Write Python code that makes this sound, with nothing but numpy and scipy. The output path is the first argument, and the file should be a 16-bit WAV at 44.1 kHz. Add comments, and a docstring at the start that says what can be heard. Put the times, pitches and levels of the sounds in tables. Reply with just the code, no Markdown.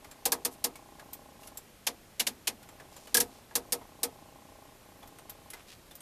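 """Rotary switches in a quiet workshop

Two detented oscilloscope switches are turned, close by: each step scrapes, snaps and rings the panel and metal case.
Filtered noise makes the dense panel ring; decaying sines make the spring, the case and the pings of touched parts.
Fingertips tick on the knobs and rub their ridges; repeated kicks make a small motor flutter on and off.
Faint room noise and a thin whine, both shaped from noise, lie beneath."""
import sys
import numpy as np
from scipy import signal
from scipy.io import wavfile
from scipy.ndimage import uniform_filter1d

SR = 44100
rng = np.random.default_rng(int(sys.argv[2]) if len(sys.argv) > 2 else 0)


def to_wav(sig):
    """Store sig (one row per channel, or 1-D mono) as 16-bit WAV at the path in sys.argv[1].

    Samples outside -1..1 are clipped; the rate is SR.
    """
    pcm = np.clip(np.atleast_2d(sig), -1, 1) * 32767
    pcm = np.round(pcm).astype(np.int16)
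    wavfile.write(sys.argv[1], SR, pcm.T)  # frames by channels


N = 265437

TIME = np.arange(N) / SR  # s
AGE = TIME[:SR // 2]  # s since the start of one event
CUTOFF_HZ = 14200
# edges and centres of the noise bands: (pitch_hz)
EDGES = 20 * 2 ** np.linspace(0, 9.6, 27)
CENTRES = np.sqrt(EDGES[1:] * EDGES[:-1])


def from_db(db):
    """Decibels to gain."""
    return 10 ** (np.asarray(db) / 20)


def rms_one(x):
    """Scale each row to an rms of one."""
    return x / np.sqrt(np.mean(x ** 2, axis=-1, keepdims=True) + 1e-20)


def band_pass(x, low_hz, high_hz, order=2):
    """Keep the range between two frequencies."""
    sos = signal.butter(order, [low_hz, high_hz], "band", fs=SR, output="sos")
    return signal.sosfilt(sos, x)


def add(out, s, sound):
    """Mix a sound in at time s."""
    start = max(round(s * SR), 0)
    out[start:start + len(sound)] += sound[:max(N - start, 0)]


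def at_bands(points):
    """Read (Hz, value) points at the band centres, along a logarithmic pitch axis."""
    hz, value = np.transpose(points)
    return np.interp(np.log(CENTRES), np.log(hz), value)


def band_gains(colour):
    """Gain per band for a spectrum in dB per Hz, with a total power of one."""
    gain = from_db(at_bands(colour)) * np.sqrt(np.diff(EDGES))
    return (gain / np.linalg.norm(gain))[:, None]


def noise_bands(run_in=SR // 2):
    """Steady noise in each band; neighbours come from different white noise, so they are unrelated."""
    white = rng.standard_normal((2, N + run_in))
    bands = []
    for k in range(len(CENTRES)):
        band = band_pass(white[k % 2], EDGES[k], EDGES[k + 1])
        bands.append(band[run_in:])  # drop the filter's start-up
    return rms_one(np.array(bands))


def sweep_switch(bands, impact_db=16, middle_db=-0.4):
    """A stiff detent: hard snap, singing spring, hollow knock of the case; a hard flick makes the knob judder."""
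    # steps of the sweep-time switch: (start_s, level_db, hand_weight_db, snap_length_s)
    steps = [(0.2537, -22, 6.5, 0.0072), (.3194, -19.5, 7, 0.0033), (.449, -23, 3.5, 0.0043),
             (0.6406, -23.5, 4, 0.0073), (3.144, -18, -1, 0.0067), (3.1688, -18, -4, 0.0031),
             (3.2008, -21, -2, 0.0075), (3.5532, -21, 3.5, 0.0047), (3.722, -23.5, 1, 0.0079),
             (4.031, -23, 3.5, 0.0055)]
    # colour of the panel under this switch: (pitch_hz, level_db per Hz)
    panel_colour = [(150, -10), (220, -8.5), (400, 0.5), (620, -4.5), (900, 1), (1300, -11), (1900, -1),
                    (3000, -3.5), (4600, 3.5), (6500, 1), (9000, 3), (13500, 2.5)]
    # modes of the spring and shaft: (pitch_hz, level_db)
    spring_modes = [(4430, -14.5), (5367, -9), (5877, -9), (6663, -10), (7102, -15), (8732, -3),
                    (9763, -11), (9994, -6), (11181, -6), (13237, -9)]
    usual_step_db, spring_t60_s = -21, 0.06
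    # the knock grows less than the snap does, and a heavy hand damps it
    knock_db, knock_follows, knock_damping = -20, 0.41, 0.57  # dB at the usual step, dB per dB, dB per dB
    # the judder grows quickly with a harder flick
    judder_db, judder_growth = -16.5, 4  # dB against the usual step, dB per dB
    out = np.zeros(N)
    for s, level_db, weight_db, snap_s in steps:
        force_db = level_db - usual_step_db
        ring = dense_ring(bands, snap_s, rise_s=0.00062, build_cycles=2.9, room_db=-40.5, room_t60=0.55)
        panel = (step_colour(panel_colour, middle_db, weight_db) * ring).sum(0)
        spring = sum(from_db(db) * mode(hz, spring_t60_s, build_s=0.0035) for hz, db in spring_modes)
        snap = from_db(impact_db) * contacts(snap_s)
        shiver = from_db(judder_db + judder_growth * force_db) * judder()
        knock_level_db = knock_db + knock_follows * force_db - knock_damping * weight_db
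        knock = from_db(knock_level_db) * case_knock()
        add(out, s, from_db(level_db) * (panel + spring + snap + shiver) + knock)
    return out


def judder(hz=1650, peak_s=0.011, width_s=0.0044):
    """Flicked hard, the knob shivers on its shaft for a few milliseconds."""
    swell = np.exp(-((AGE - peak_s) / width_s) ** 2)
    return swell * np.sin(2 * np.pi * (hz * AGE + rng.random()))


def gain_switch(bands, impact_db=10, squeak_db=-3, knock_db=-8, middle_db=4.0):
    """A softer detent: a longer scrape with a squeak in it and little knock."""
    # steps of the gain switch: (start_s, level_db, hand_weight_db, snap_length_s)
    steps = [(1.8665, -25, 5, 0.0076), (2.1953, -24.5, -0.5, 0.01), (2.267, -25, -1, 0.00665),
             (2.4714, -25.5, 2.5, 0.0079)]
    # colour of the panel under this switch: (pitch_hz, level_db per Hz)
    panel_colour = [(150, -25), (220, 3.5), (350, -2), (550, -3.5), (900, 1), (1400, -10), (2000, 1.5),
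                    (2800, -2), (4500, 2.5), (6500, 5), (8500, 2), (11500, 7), (14000, -1.5)]
    out = np.zeros(N)
    for s, level_db, weight_db, snap_s in steps:
        ring = dense_ring(bands, snap_s, rise_s=0.0015, build_cycles=1.2, room_db=-31, room_t60=0.2)
        panel = (step_colour(panel_colour, middle_db, weight_db) * ring).sum(0)
        squeak = from_db(squeak_db) * chirp(1.775 * snap_s)
        snap = from_db(impact_db) * contacts(snap_s)
        knock = from_db(knock_db + weight_db) * case_knock()
        add(out, s, from_db(level_db) * (panel + knock + squeak + snap))
    return out


def chirp(length_s, low_hz=2600, high_hz=5500, rough=0.122):
    """The sprung ball rubs over a tooth: a brief rough squeak that dips in pitch and climbs again."""
    travel = np.minimum(AGE / length_s, 1)
    wobble = rms_one(uniform_filter1d(rng.standard_normal(len(AGE)), size=20))
    dip_hz = low_hz + (high_hz - low_hz) * (2 * travel - 1) ** 2
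    hz = dip_hz * (1 + rough * wobble)
    return np.sin(np.pi * travel) * np.sin(2 * np.pi * np.cumsum(hz) / SR)


def contacts(snap_s, per_s=900, low_hz=3500):
    """The detent lands and the wafer contacts chatter: a few bare, bright impacts."""
    chatter = rng.random(len(AGE)) < per_s / SR
    hits = chatter * rng.uniform(-0.28, 1, len(AGE)) * np.exp(-AGE / snap_s)
    hits[round(rng.uniform(.0005, .002) * SR)] = 1  # the landing itself
    return band_pass(hits, low_hz, CUTOFF_HZ)


def step_colour(colour, middle_db, low_db):
    """The grip of the hand changes how strongly a step shakes the low and middle range of the panel."""
    grip = [(300, 0), (900, low_db), (1700, middle_db), (3500, middle_db), (8000, 0)]  # Hz, dB
    return band_gains(colour) * from_db(at_bands(grip))[:, None]


def dense_ring(bands, snap_s, rise_s, build_cycles, room_db, room_t60):
    """Countless panel modes: fed while the contact lasts, then dying into a faint room tail."""
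    # how long panel and case go on ringing: (pitch_hz, t60_s)
    ring_time = [(200, 0.36), (500, 0.22), (1000, 0.14), (2000, 0.093), (5000, 0.067), (14000, 0.06)]
    build_s = rise_s + build_cycles / CENTRES[:, None]  # low bending waves arrive late
    build = 1 - np.exp(-AGE / build_s)
    free_s = np.maximum(AGE - snap_s, 0)
    panel_decay = from_db(-60 * free_s / at_bands(ring_time)[:, None])
    room_decay = from_db(room_db - 60 * free_s / room_t60)
    return stretch(bands) * build * (panel_decay + room_decay)


def stretch(bands):
    """A random half second of banded noise."""
    start = rng.integers(N - len(AGE))
    return bands[:, start:start + len(AGE)]


def case_knock():
    """The sheet-metal case answers a step with a hollow knock, its modes swelling a little later."""
    # modes of the case: (pitch_hz, level_db, t60_s, build_up_s)
    case_modes = [(223.7, -17, 0.1, 0.0044), (262.2, -9.5, .16, 0.02), (477.7, 6, 0.099, 0.024),
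                  (704, -25.5, 0.35, 0.0077), (773, -18, 0.082, 0.0033), (940, -15.5, 0.12, 0.017),
                  (1275, -20, 0.16, 0.0047)]
    return sum(from_db(db) * mode(hz, t60, build_s) for hz, db, t60, build_s in case_modes)


def mode(hz, t60, build_s):
    """One resonance that swells and dies, a little different in level and phase on every blow."""
    blow_db = rng.normal(0, 1.2)
    swell = (1 - np.exp(-AGE / build_s)) ** 2
    decay = from_db(blow_db - 60 * AGE / t60)
    return swell * decay * np.sin(2 * np.pi * (hz * AGE + rng.random()))


def fingers(bands, tick_db=7, tick_hz=12000, ping_db=6):
    """Light touches ring the panel and ping the touched part; the tilt makes them dull or bright."""
    # touches on the knobs, dull pad to bright nail: (start_s, level_db, tilt_db_per_octave, ping_hz)
    touches = [(0.0443, -53.5, -.5, 2080), (0.1121, -53, 1, 7400), (0.7556, -53.5, 2, 2230),
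               (0.9953, -53, -1, 1670), (1.1312, -51, 5.5, 13700), (1.4323, -57.5, 0, 2800),
               (1.4719, -51.5, 1.5, 10900), (1.5721, -52, 6.5, 7650), (2.6278, -58.5, 1.3, 1430),
               (2.688, -56.5, 0, 7440), (2.799, -54.5, -2, 1720), (2.9643, -54, .3, 7170),
               (3.0718, -55, 0.5, 2980), (3.5097, -60, -4, 1666), (3.8124, -62, -5, 950),
               (5.0282, -56, -2.5, 3410), (5.0739, -63, 3.5, 13200), (5.1854, -56, 0.5, 8600),
               (5.2958, -51, 4, 12800), (5.5019, -53.5, 4, 10840), (5.5339, -47.5, 0.7, 2054),
               (5.9106, -56, 0.7, 3530), (5.9522, -58.5, 5, 13500), (6.0044, -56, 2.7, 8560)]
    # colour of a touch before its tilt: (pitch_hz, level_db per band)
    touch_colour = [(150, -28), (700, -5), (1900, -6), (5500, -6.5), (11500, -4.5)]
    out = np.zeros(N)
    for s, level_db, tilt, ping_hz in touches:
        colour = from_db(at_bands(touch_colour)) * tilted(tilt, CENTRES)
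        ring = dense_ring(bands, snap_s=0.0036, rise_s=0.00018, build_cycles=0.83, room_db=-26.5, room_t60=0.61)
        panel = (colour[:, None] * ring).sum(0)
        ping = from_db(ping_db) * tilted(tilt, ping_hz) * mode(ping_hz, t60=0.068, build_s=0.00028)
        tick = from_db(tick_db) * tilted(tilt, tick_hz) * contacts(snap_s=.002)
        add(out, s, from_db(level_db) * (panel + ping + tick))
    return out


def tilted(tilt, hz, pivot_hz=3000):
    """Gain at hz of a slope in dB per octave."""
    return from_db(tilt * np.log2(hz / pivot_hz))


def rubs(slips_per_s=2500, spread=1.7):
    """Fingertip skin catches and slips on the knurled ridges: a faint patter of tiny clicks."""
    # strokes over the knobs: (start_s, length_s, level_db, centre_hz)
    strokes = [(0.508, 0.048, -54, 11800), (1.399, .11, -58, 9000), (2.682, 0.31, -68, 735),
               (2.892, 0.26, -59, 4930), (3.295, 0.11, -61.5, 3800), (5.546, .09, -58, 1710),
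               (5.668, 0.091, -53.5, 3100)]
    out = np.zeros(N)
    for s, length_s, level_db, hz in strokes:
        slips = (rng.random(len(AGE)) < slips_per_s / SR) * rng.standard_normal(len(AGE))
        grain = band_pass(slips, hz / spread, min(hz * spread, CUTOFF_HZ), order=1)
        stroke = np.sqrt(np.abs(np.sin(np.pi * np.minimum(AGE / length_s, 1))))
        add(out, s, from_db(level_db) * stroke * rms_one(grain))
    return out


def small_motor(rise_s=0.0019, vary_db=1.0, drive_db=-3):
    """Kicks about 30 times a second flutter; the housing rings the same way each time."""
    # modes of the motor's housing: (pitch_hz, level_db, t60_s)
    housing_modes = [(281, -2, 0.039), (637, 4, 0.023), (811.5, -1, 0.055), (1054, -1, 0.037)]
    first_kick_s, kicks_per_s, late_s = 0.016, 30, 0.0036
    ring = sum(from_db(db - 60 * AGE / t60) * np.sin(2 * np.pi * hz * AGE) for hz, db, t60 in housing_modes)
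    housing = (1 - np.exp(-AGE / rise_s)) * ring
    kicks = np.zeros(N)
    for due_s in np.arange(first_kick_s, TIME[-1], 1 / kicks_per_s):
        s = due_s + late_s * min(rng.exponential(), 2)  # each kick comes a little late
        add(kicks, s, from_db(rng.normal(0, vary_db, 1)))
    flutter = signal.fftconvolve(kicks, housing)[:N]
    buzz = signal.sosfilt(signal.butter(8, 1200, fs=SR, output="sos"), flutter)
    return rms_one(buzz) * from_db(drive_db) * motor_spells()


def motor_spells(fade_s=0.06, idle_db=-75):
    """Gain of the motor: it fades in, holds and fades out in each spell, and barely stirs in between."""
    # spells of motor flutter: (start_s, stop_s, level_db ahead of the drive gain)
    spells = [(0, 0.69, -57), (0.717, 1.6, -55), (2.577, 3.43, -57.5), (3.598, 4.749, -55),
              (4.815, 5.516, -57.5)]

    def fade(s):
        """A straight rise from 0 to 1 centred on s."""
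        return np.clip((TIME - s) / fade_s + .5, 0, 1)
    gain = sum(from_db(db) * (fade(start) - fade(stop)) for start, stop, db in spells)
    return np.maximum(gain, from_db(idle_db))


def workshop(room_db=-56.5, whine_db=-75.5, whine_hz=12807):
    """Even room noise and the thin whine of a power supply, a 50 Hz wide sliver of noise."""
    # colour of the room noise: (pitch_hz, level_db per Hz)
    room_colour = [(12, -35), (20, -1.5), (98, -1.5), (346, -6), (481, -6.5), (551, -7.5), (1060, -13),
                   (1290, -14), (1950, -16), (2230, -15.5), (4550, -19.5), (12900, -22.5), (14000, -24.5)]
    air = rms_one((band_gains(room_colour) * noise_bands()).sum(0))
    whine = rms_one(band_pass(rng.standard_normal(N), whine_hz - 25, whine_hz + 25))
    return from_db(room_db) * air + from_db(whine_db) * whine


def scene():
    """All layers summed to one channel; switches and fingers share the same banded noise."""
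    bands = noise_bands()
    switches = sweep_switch(bands) + gain_switch(bands)
    hands = fingers(bands) + rubs()
    return (switches + hands + small_motor() + workshop())[None]


def record(dry):
    """The top is cut steeply above the cutoff."""
    return signal.sosfilt(signal.ellip(10, .2, 70, CUTOFF_HZ, fs=SR, output="sos"), dry)


dry = scene()
out = record(dry)
to_wav(out)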